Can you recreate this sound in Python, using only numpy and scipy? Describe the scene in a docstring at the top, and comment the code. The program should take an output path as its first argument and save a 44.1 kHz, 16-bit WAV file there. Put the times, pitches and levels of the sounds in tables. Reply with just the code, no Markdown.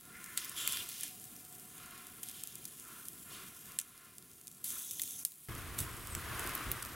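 """A night camp: chicken sizzles on a charcoal grill, as steam bubbles modelled by coloured random clicks. Fat
drips flare on the coals, ticking and popping as short noise bursts; the loudest pops duck the recorder's gain.
At first the microphone hangs just over the meat, where a short echo hollows the sound; behind it filtered
noise, something like water on a shore, swells. Then the scene changes to the open, the grill further off, in
light wind and a louder wash, and a jet of steam, a gliding sine, whistles briefly. Source levels precede mixing
trims, echo and gain control."""
import sys
import numpy as np
from scipy import signal
from scipy.fft import rfft, irfft, next_fast_len
from scipy.io import wavfile
from scipy.ndimage import uniform_filter1d

SR = 44100
rng = np.random.default_rng(int(sys.argv[2]) if len(sys.argv) > 2 else 0)


def to_wav(s):
    """Save 16-bit WAV."""
    ch = np.atleast_2d(s).T  # columns
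    pcm = np.round(np.clip(ch, -1, 1) * 32767)  # PCM
    wavfile.write(sys.argv[1], SR, pcm.astype(np.int16))


N = 306476
TIME = np.arange(N) / SR
FFT_SIZE = next_fast_len(N + 1000, True)  # room for echoes to die out
SCENE_CHANGE_S = 5.486  # the scene changes here: the microphone is close before this, in the open after
METER_SAMPLES = 176  # averaging window, about 4 ms


def amp(db):
    """Decibel law: level in dB to amplitude gain."""
    return 10 ** (np.asarray(db) / 20)


def unit(x):
    """Normalization: scales a signal to rms 1."""
    return x / np.sqrt(np.mean(x ** 2) + 1e-20)


def level(rows, axis=1):
    """Envelope: gain at every sample, interpolated in dB from one column of a curve."""
    rows = np.array(rows)
    return amp(np.interp(TIME, rows[:, 0], rows[:, axis]))


def read(points, hz):
    """Spectral interpolation: joins points by lines on a log-frequency axis."""
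    f, value = np.transpose(points)
    return np.interp(np.log(hz + 1), np.log(f), value)


def add(mix, s, sound):
    """Superposition: sums a sound into the mix at a time in seconds."""
    part = mix[max(round(s * SR), 0):][:len(sound)]
    part += sound[:len(part)]


def colour(x, points, size=1024):
    """Minimum-phase filtering: a causal response of energy 1 keeps the front of a click sharp."""
    hz = abs(np.fft.fftfreq(size, 1 / SR))
    log_gain = np.log(amp(read(points, hz)))
    minimum_phase = np.exp(np.conj(signal.hilbert(log_gain)))
    taps = np.fft.ifft(minimum_phase).real[:size // 2]
    return signal.fftconvolve(x, taps / np.linalg.norm(taps))[:len(x)]


def air(points, likeness):
    """Partial coherence: sum and difference noises set the left-right correlation in each band."""
    hz = np.fft.rfftfreq(FFT_SIZE, 1 / SR)
    mid, side = rfft(rng.standard_normal((2, FFT_SIZE)))
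    same = np.clip(read(likeness, hz), 0, .9995)
    mid = mid * np.sqrt(1 + same)
    side = side * np.sqrt(1 - same)
    stereo = np.array([mid + side, mid - side])
    return unit(irfft(stereo * amp(read(points, hz)), FFT_SIZE)[:, :N])


def flutter(depth_db, size):
    """Random amplitude modulation: a wandering gain of given rms depth, smoothed twice over size samples."""
    smooth = uniform_filter1d(rng.standard_normal(N), size)
    return amp(depth_db * unit(uniform_filter1d(smooth, size)))


def bubbles(per_s, spread_db, largest):
    """Shot noise: random clicks of either sign, most of them small and a few large."""
    sizes = amp(spread_db * np.minimum(rng.exponential(1, N), largest))
    present = rng.random(N) < per_s / SR
    return unit(sizes * rng.choice([-1, 1], N) * present)


def drift(x, depth_db):
    """Time-varying filtering: random gains wander slowly over time and frequency."""
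    z = signal.stft(x, nperseg=512)[2]
    patches = rng.standard_normal(z.shape[::-1]).T
    for _ in range(2):
        patches = uniform_filter1d(patches, size=8, axis=0)
        patches = uniform_filter1d(patches, size=24, axis=1)
    return signal.istft(z * amp(depth_db * unit(patches)), nperseg=512)[1][:N]


def meter(x):
    """Short-time rms: root mean square in a window centred on each sample."""
    return np.sqrt(abs(uniform_filter1d(x ** 2, METER_SAMPLES)) + 1e-14)


# level of a faint far-off hum: (time [s], level [dB])
HUM_LEVELS = [(0, -79.5), (1.4, -72.5), (2.3, -75.5), (2.6, -83.5), (5.48, -78)]
HUM_HZ, HUM_WIDTH_HZ = 736.4, 52  # centre, and bandwidth of each of two resonators


def hum():
    """Resonance: noise through two narrow resonators in series becomes a wavering tone."""
    b, a = signal.iirpeak(HUM_HZ, HUM_HZ / HUM_WIDTH_HZ, fs=SR)
    once = signal.lfilter(b, a, rng.standard_normal(N))
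    return level(HUM_LEVELS) * unit(signal.lfilter(b, a, once))


# spectrum of the low background murmur: (frequency [Hz], relative level [dB])
MURMUR_SPECTRUM = [(20, -35), (45, -13), (100, 0), (170, 4), (250, 0.5), (340, -9), (440, -7), (560, -15.5),
                   (660, -17.5), (745, -17), (840, -20.5), (1200, -17), (3000, -26), (16000, -71)]
# correlation of left and right near the grill, murmur and wash: (frequency [Hz], correlation [0 to 1])
LIKENESS_CLOSE = [(30, 0.96), (150, 0.98), (700, 0.98), (1300, 0.99), (2400, 1), (4400, .999)]
MURMUR_DB = -61


def murmur():
    """Diffuse background: low-weighted noise, nearly alike at both ears, with a slow flutter."""
    return amp(MURMUR_DB) * air(MURMUR_SPECTRUM, LIKENESS_CLOSE) * flutter(depth_db=1.36, size=4000)


# swells of the distant wash: (crest time [s], rise [s], fall [s], crest level [dB])
SWELLS = [(.13, 0.12, 0.27, -63.5), (.48, 0.2, 0.14, -56.5), (.69, 0.2, 0.18, -51),
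          (1.87, 0.13, 0.33, -56.5), (2.93, 0.091, 0.11, -59), (3.37, 0.1, 0.16, -54.5),
          (3.73, 0.12, 0.36, -59), (4.06, 0.28, 0.2, -59.5), (4.76, 0.093, 0.072, -55),
          (5.55, 0.27, 0.48, -53.5), (5.88, 0.14, 0.065, -54.5), (6.43, 0.25, 0.46, -44)]
CALM_DB, CALM_OPEN_DB = -69, -55  # the wash between swells, over the grill and in the open


def swells():
    """Energy addition: swells rise and drain over a calm level, each at one microphone position only."""
    close = TIME < SCENE_CHANGE_S
    power = amp(np.where(close, CALM_DB, CALM_OPEN_DB)) ** 2
    for crest, rise, fall, db in SWELLS:
        age = TIME - crest
        shape = np.exp(-abs(age / np.where(age < 0, rise, fall)) ** 1.5)
        same_position = close == (crest < SCENE_CHANGE_S)
        power = power + (amp(db) * shape) ** 2 * same_position
    return np.sqrt(power)


# spectrum of the wash over the grill: (frequency [Hz], relative level [dB])
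WASH_SPECTRUM = [(100, -11.5), (400, -9), (600, -11.5), (850, -19.5), (1020, -3.5), (1380, -0.5),
                 (1800, -5), (2600, -7), (4000, -11.5), (8000, -25), (16000, -33)]


def wash_close(swell):
    """Amplitude modulation: the swells shape fluttering broadband noise."""
    noise = air(WASH_SPECTRUM, LIKENESS_CLOSE)
    return amp(-0.4) * swell * noise * flutter(depth_db=1.43, size=900)


# spectrum of the wash in the open: (frequency [Hz], relative level [dB])
WASH_OPEN_SPECTRUM = [(100, -14), (350, -1.5), (580, -10.5), (700, -6), (850, -10), (1030, -0.5),
                      (1380, -0.5), (2000, -5), (3000, -9.5), (4500, -16.5), (8000, -24.5), (16000, -30)]
# correlation of left and right in the open, wash and wind: (frequency [Hz], correlation [0 to 1])
LIKENESS_OPEN = [(30, 1), (200, 0.78), (400, 0.97), (900, 0.98), (2400, 0.9), (4400, 0.53), (9000, 1)]


def wash_open(swell):
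    """Level difference: swelling noise leans left by being stronger in that channel."""
    lean_left = amp([[.7], [-.7]])
    return amp(1.28) * swell * air(WASH_OPEN_SPECTRUM, LIKENESS_OPEN) * lean_left


# gusts on the microphone: (peak time [s], level [dB])
GUSTS = [(5.505, -43), (5.69, -50), (5.82, -45), (5.95, -48), (6.15, -48), (6.33, -45.5), (6.46, -48.5),
         (6.70, -45)]
GUST_S, BREEZE_DB = 0.042, -52.5  # standard deviation of a gust, and the wind between gusts


def gusts():
    """Energy addition: short Gaussian puffs over a light breeze give the wind's gain."""
    power = amp(BREEZE_DB) ** 2
    for s, db in GUSTS:
        puff = np.exp(-((TIME - s) / GUST_S) ** 2 / 2)
        power = power + (amp(db) * puff) ** 2
    return np.sqrt(power)


# spectrum of the wind: (frequency [Hz], relative level [dB])
WIND_SPECTRUM = [(20, -17), (45, -3), (85, 0.5), (130, -4), (200, -12.5), (320, -13.5), (550, -25),
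                 (1500, -47.5), (16000, -98)]


def wind():
    """Wind noise: low-frequency random pressure, modulated by gusts and flutter."""
    return gusts() * air(WIND_SPECTRUM, LIKENESS_OPEN) * flutter(depth_db=1.0, size=1200)


# a jet of steam: (time [s], pitch [Hz], peak amplitude [dB])
WHISTLE = [(6.095, 9300, -62), (6.105, 8900, -50), (6.125, 8100, -47), (6.15, 7750, -56),
           (6.175, 7600, -53), (6.195, 7450, -64)]


def whistle():
    """Jet tone: steam squeals through a slit in the skin, falling in pitch as the pressure drops."""
    s, hz, _ = np.transpose(WHISTLE)
    pitch = np.interp(TIME, s, hz) * flutter(depth_db=.04, size=80)
    tone = np.sin(2 * np.pi * np.cumsum(pitch) / SR)
    sounding = (TIME > s[0]) & (TIME < s[-1])
    return tone * level(WHISTLE, axis=2) * sounding


# resonant patches in the frying and in the wash behind it:
# (start [s], length [s], pitch [Hz], width of each resonator [Hz], level [dB])
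RESONANT_PATCHES = [(.04, 0.62, 1406, 250, -64.5), (0.101, .42, 1940, 800, -59),
                    (.55, 0.29, 3200, 880, -46), (0.558, .22, 7400, 1000, -49.5),
                    (2.83, 0.246, 1300, 555.6, -61.5), (4.612, 0.67, 6300, 1400, -52.5),
                    (4.624, .5, 7700, 1400, -61), (4.631, 0.58, 3500, 750, -57.5)]
PATCH_FADE_DB = 3.5  # loss of level from start to end of a patch


def resonant_patches():
    """Resonance: dense random clicks ring two resonators in series and fade."""
    out = np.zeros(N)
    for start, length, hz, width, db in RESONANT_PATCHES:
        count = int(length * SR)
        b, a = signal.iirpeak(hz, hz / width, fs=SR)
        clicks = bubbles(per_s=5000, spread_db=4, largest=4)[:count]
        ring = signal.lfilter(b, a, signal.lfilter(b, a, clicks))
        fade = amp(db + PATCH_FADE_DB * np.linspace(.5, -.5, count))
        add(out, start, fade * unit(ring) * signal.windows.tukey(count, .25))
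    return out


# the loudest single bubbles snapping: (time [s], peak level [dB])
TICKS = [(0.2416, -29), (0.4468, -25), (.6884, -26), (0.723, -19), (0.731, -25), (0.8899, -24),
         (1.009, -22), (1.241, -31), (2.0686, -30), (2.2864, -26), (2.436, -21), (2.4728, -24.5),
         (2.5545, -25.5), (3.0838, -24), (3.7986, -17), (3.8134, -20), (4.1824, -24), (4.4708, -24),
         (4.479, -26), (4.7041, -18), (4.91, -18), (5.035, -19.5), (5.1084, -23), (5.8035, -19.5),
         (6.0716, -27), (6.4732, -23), (6.493, -24), (6.8272, -24), (6.8498, -25)]
# spectrum of a snap, in ticks and pops: (frequency [Hz], relative level [dB])
SNAP_SPECTRUM = [(300, -45), (1000, -40.5), (2500, -11.5), (5000, -5.5), (7500, 0.5), (11000, 3),
                 (16000, -3.5)]
STRAY_PER_S, STRAY_DB, STRAY_SPREAD_DB = 16, 15.5, 3.5  # lesser snaps: rate, mean peak over fizz gain, spread
TICK_DELAY_S = 0.00066  # added to every tick time


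def ticks(fizz):
    """Impulse and scattering: a snap a bubble, scattered briefly by meat and grate; lesser ones at random."""
    out, t = np.zeros(N), np.arange(600) / SR
    chance, size = rng.random(N), rng.standard_normal(N)
    stray = []
    for i in np.flatnonzero(chance < STRAY_PER_S / SR):
        stray_db = 20 * np.log10(fizz[i]) + STRAY_DB + STRAY_SPREAD_DB * size[i]
        stray.append((TIME[i], stray_db))
    for s, db in TICKS + stray:
        drive = 0.29 * rng.standard_normal(len(t)) * np.exp(-t / 0.00097)
        drive[0] = 1  # the snap itself, ahead of its scattered tail
        snap = colour(drive, SNAP_SPECTRUM)
        add(out, s + TICK_DELAY_S, amp(db) * snap / abs(snap).max())
    return out


# big bursts of fat: (time [s], peak short-time rms [dB], burst length [s],
# low crack, before an 8 dB cut [dB], treble setting [dB], spray against burst [dB])
POPS = [(0.375, -27, 0.0015, 2.5, -9, -10), (.6762, -26, .0011, 5, 0, -23),
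        (0.772, -37, 0.00078, 13, -1, -26), (1.033, -32.5, .004, -6, -6, -15),
        (2.231, -37, 0.0062, -8.5, -2, -30), (2.653, -38, 0.0037, -20, -5, -20),
        (3.788, -20, 0.0019, -6, -9, -11), (4.642, -31, 0.0048, -27, 5, -7),
        (4.996, -32, 0.0037, 4, -2, -26), (5.018, -28, 0.0012, -10, 0, -30),
        (5.2506, -16.5, 0.0011, -22, 1, -13.5), (5.7882, -32, 0.0013, -2.5, -7, -3),
        (6.1507, -33.5, 0.00062, -3, -8, -17), (6.394, -35.5, 0.0017, -3, -2, -11),
        (6.551, -32.5, 0.0036, -5, 9, -15), (6.7157, -29, 0.0017, 1.5, 6.5, -8.5)]
# spectrum of the low crack: (frequency [Hz], relative level [dB])
CRACK_SPECTRUM = [(400, -41), (1000, -15.5), (1900, 0), (3300, 2), (5000, 1.5), (9000, -22.5), (16000, -35)]


def pops():
    """Transient release: a blister tears open in milliseconds and throws a dying spray of droplets."""
    out, t = np.zeros(N), np.arange(4096) / SR
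    for s, db, length, crack_db, treble_db, spray_db in POPS:
        tear, mist, clumps = rng.standard_normal((3, len(t)))
        burst = np.sign(tear) * np.exp(-(t / length) ** 2)
        dying = np.exp(-t / .004) + 0.31 * np.exp(-t / 0.026)
        spray = mist * amp(2.4 * clumps - 2.5) * dying
        drive = burst + amp(spray_db) * spray
        pop = colour(drive, SNAP_SPECTRUM) + amp(crack_db - 8) * colour(drive, CRACK_SPECTRUM)
        pop = colour(pop, [(9000, -1.5), (13000, treble_db), (15000, treble_db), (17000, -6)])
        add(out, s, amp(db) * pop / meter(np.pad(pop, METER_SAMPLES)).max())
    return out


# steady frying under the flares: (time [s], fizz level [dB])
SIMMER = [(0, -57), (.3, -52), (1.3, -52.5), (1.75, -53.5), (2.6, -54), (3.0, -51.5), (3.7, -52.5),
          (4.55, -53.5), (5.48, -47), (5.49, -52.5), (6.1, -51.5), (6.5, -48), (6.95, -52)]
# fat dripping on the coals: (start [s], hold [s], decay [s], fine fizz [dB], coarse sputter [dB])
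DRIPS = [(0.363, .02, 0.24, -48, -50.5), (0.557, 0.12, .1, -44, -50.5), (.68, 0.065, 0.15, -41.5, -46.5),
         (0.885, 0.17, 0.047, -48.5, -52.5), (2.223, 0.17, 0.27, -51.5, -57),
         (3.298, 0.059, 0.1, -58, -56.5), (4.637, 0.022, 0.11, -38.5, -52.5),
         (4.647, 0.43, 0.28, -43.5, -68), (5.777, 0.038, .035, -42, -52.5)]
SIMMER_SPUTTER_DB, FAR_SPUTTER_DB = -12, -7.5  # simmering sputter against fizz, close up and further off
FLARE_S = 0.0097  # a drip flashes to steam this fast


def frying():
    """Flash boiling: each drip flares at once, holds and dies away, adding energy to the steady simmer."""
    fizz = level(SIMMER) ** 2
    ratio_db = np.where(TIME < SCENE_CHANGE_S, SIMMER_SPUTTER_DB, FAR_SPUTTER_DB)
    sputter = fizz * amp(ratio_db) ** 2
    for start, hold, decay, fizz_db, sputter_db in DRIPS:
        age = TIME - start
        flare = np.clip(age / FLARE_S, 0, 1) * np.exp(-np.maximum(age - hold, 0) / decay)
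        fizz = fizz + (amp(fizz_db) * flare) ** 2
        sputter = sputter + (amp(sputter_db) * flare) ** 2
    return np.sqrt(fizz), np.sqrt(sputter)


# spectrum of the fine fizz: (frequency [Hz], relative level [dB])
FIZZ_SPECTRUM = [(1000, -46), (3500, -27.5), (5500, -13), (7000, -4.5), (9000, -1.5), (10800, 1),
                 (13000, -2.5), (16000, -5.5)]
# spectrum of the coarse sputter: (frequency [Hz], relative level [dB])
SPUTTER_SPECTRUM = [(600, -36), (1500, -12.5), (2500, -2.5), (3400, 0.5), (4200, -3), (5000, -2),
                    (6500, -2), (9000, -11), (16000, -27.5)]


def sizzle(fizz, sputter):
    """Bubble noise: steam hiss and bursting bubbles; the harder the fat fries, the more it crackles."""
    crackle = bubbles(per_s=450, spread_db=6.0, largest=2.4)
    crackle = crackle * amp(-5.5) * (fizz / amp(-48)) ** 0.23
    fine = bubbles(per_s=9000, spread_db=2.5, largest=2.6) + crackle
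    coarse = bubbles(per_s=7000, spread_db=3.5, largest=4.8) + amp(0.5) * crackle
    hiss = amp(-1.86) * fizz * colour(fine, FIZZ_SPECTRUM)
    spatter = amp(-1.0) * sputter * colour(coarse, SPUTTER_SPECTRUM)
    return drift(hiss + spatter, depth_db=1.0) * flutter(depth_db=.9, size=400)


GAP_S, GAP_ECHO = .00287, .38  # round trip between microphone and grill, and its strength at low frequencies


def hollow(x):
    """Comb filtering: sound bounces between microphone and grill; the treble scatters sooner."""
    hz = np.fft.rfftfreq(FFT_SIZE, 1 / SR)
    bounce = GAP_ECHO / np.hypot(1, hz / 4500) * np.exp(-2j * np.pi * hz * GAP_S)
    return irfft(rfft(x, FFT_SIZE) / (1 - bounce), FFT_SIZE)[:, :N]


# sound thrown back by the ground: (frequency [Hz], relative level [dB])
SCATTER_SPECTRUM = [(500, 2), (2000, 4), (4400, 10), (8000, -3), (12000, -20), (16000, 1)]


def ground(x, db):
    """Diffuse reflection: short scattered echoes enter left and right in opposite sign."""
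    t = np.arange(1500) / SR
    taps = colour(rng.standard_normal(len(t)) * np.exp(-t / 0.0043), SCATTER_SPECTRUM)
    side = amp(db) * signal.oaconvolve(x, taps / np.linalg.norm(taps))[:N]
    return np.array([x + side, x - side])


CEILING_DB, RECOVER_DB_PER_S, LOOK_AHEAD_S = -26, 3, 0.014


def gain_control(x):
    """Peak limiting: a level above the ceiling turns everything down, and the gain creeps back."""
    t = TIME[:x.shape[1]]
    over_db = np.maximum(20 * np.log10(meter(x.mean(0))) - CEILING_DB, 0)
    recovered_db = RECOVER_DB_PER_S * t
    held_db = np.maximum.accumulate(over_db + recovered_db) - recovered_db
    early_db = np.interp(t + LOOK_AHEAD_S, t, held_db)
    return x * amp(-uniform_filter1d(early_db, METER_SAMPLES))


RIGHT_DB = .8  # in the open the central sound is raised this much on the right and cut as much on the left


def scene():
    """Superposition: central, hollow sound close up; wider and shifted right in the open."""
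    swell = swells()
    background = hum() + murmur() + wash_close(swell)
    open_air = wind() + wash_open(swell)
    fizz, sputter = frying()
    central = whistle() + resonant_patches() + ticks(fizz) + pops() + sizzle(fizz, sputter)
    near = hollow(central + background)
    shift_right = amp([[-RIGHT_DB], [RIGHT_DB]])
    far = ground(central, db=-22) * shift_right + open_air
    back = np.clip((TIME - SCENE_CHANGE_S) / 0.0012, 0, 1)
    return (1 - back) * near + back * far


EDGE_HZ = 15950


def record(dry):
    """Band limiting: a low-pass follows gain control, which starts afresh at the second position."""
    parts = np.split(dry, [round(SCENE_CHANGE_S * SR)], axis=1)
    ducked = np.hstack([gain_control(part) for part in parts])
    low_pass = signal.firwin(401, EDGE_HZ, window=("kaiser", 8), fs=SR)
    return signal.oaconvolve(ducked, low_pass[None], "same")


dry = scene()
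out = record(dry)
to_wav(out)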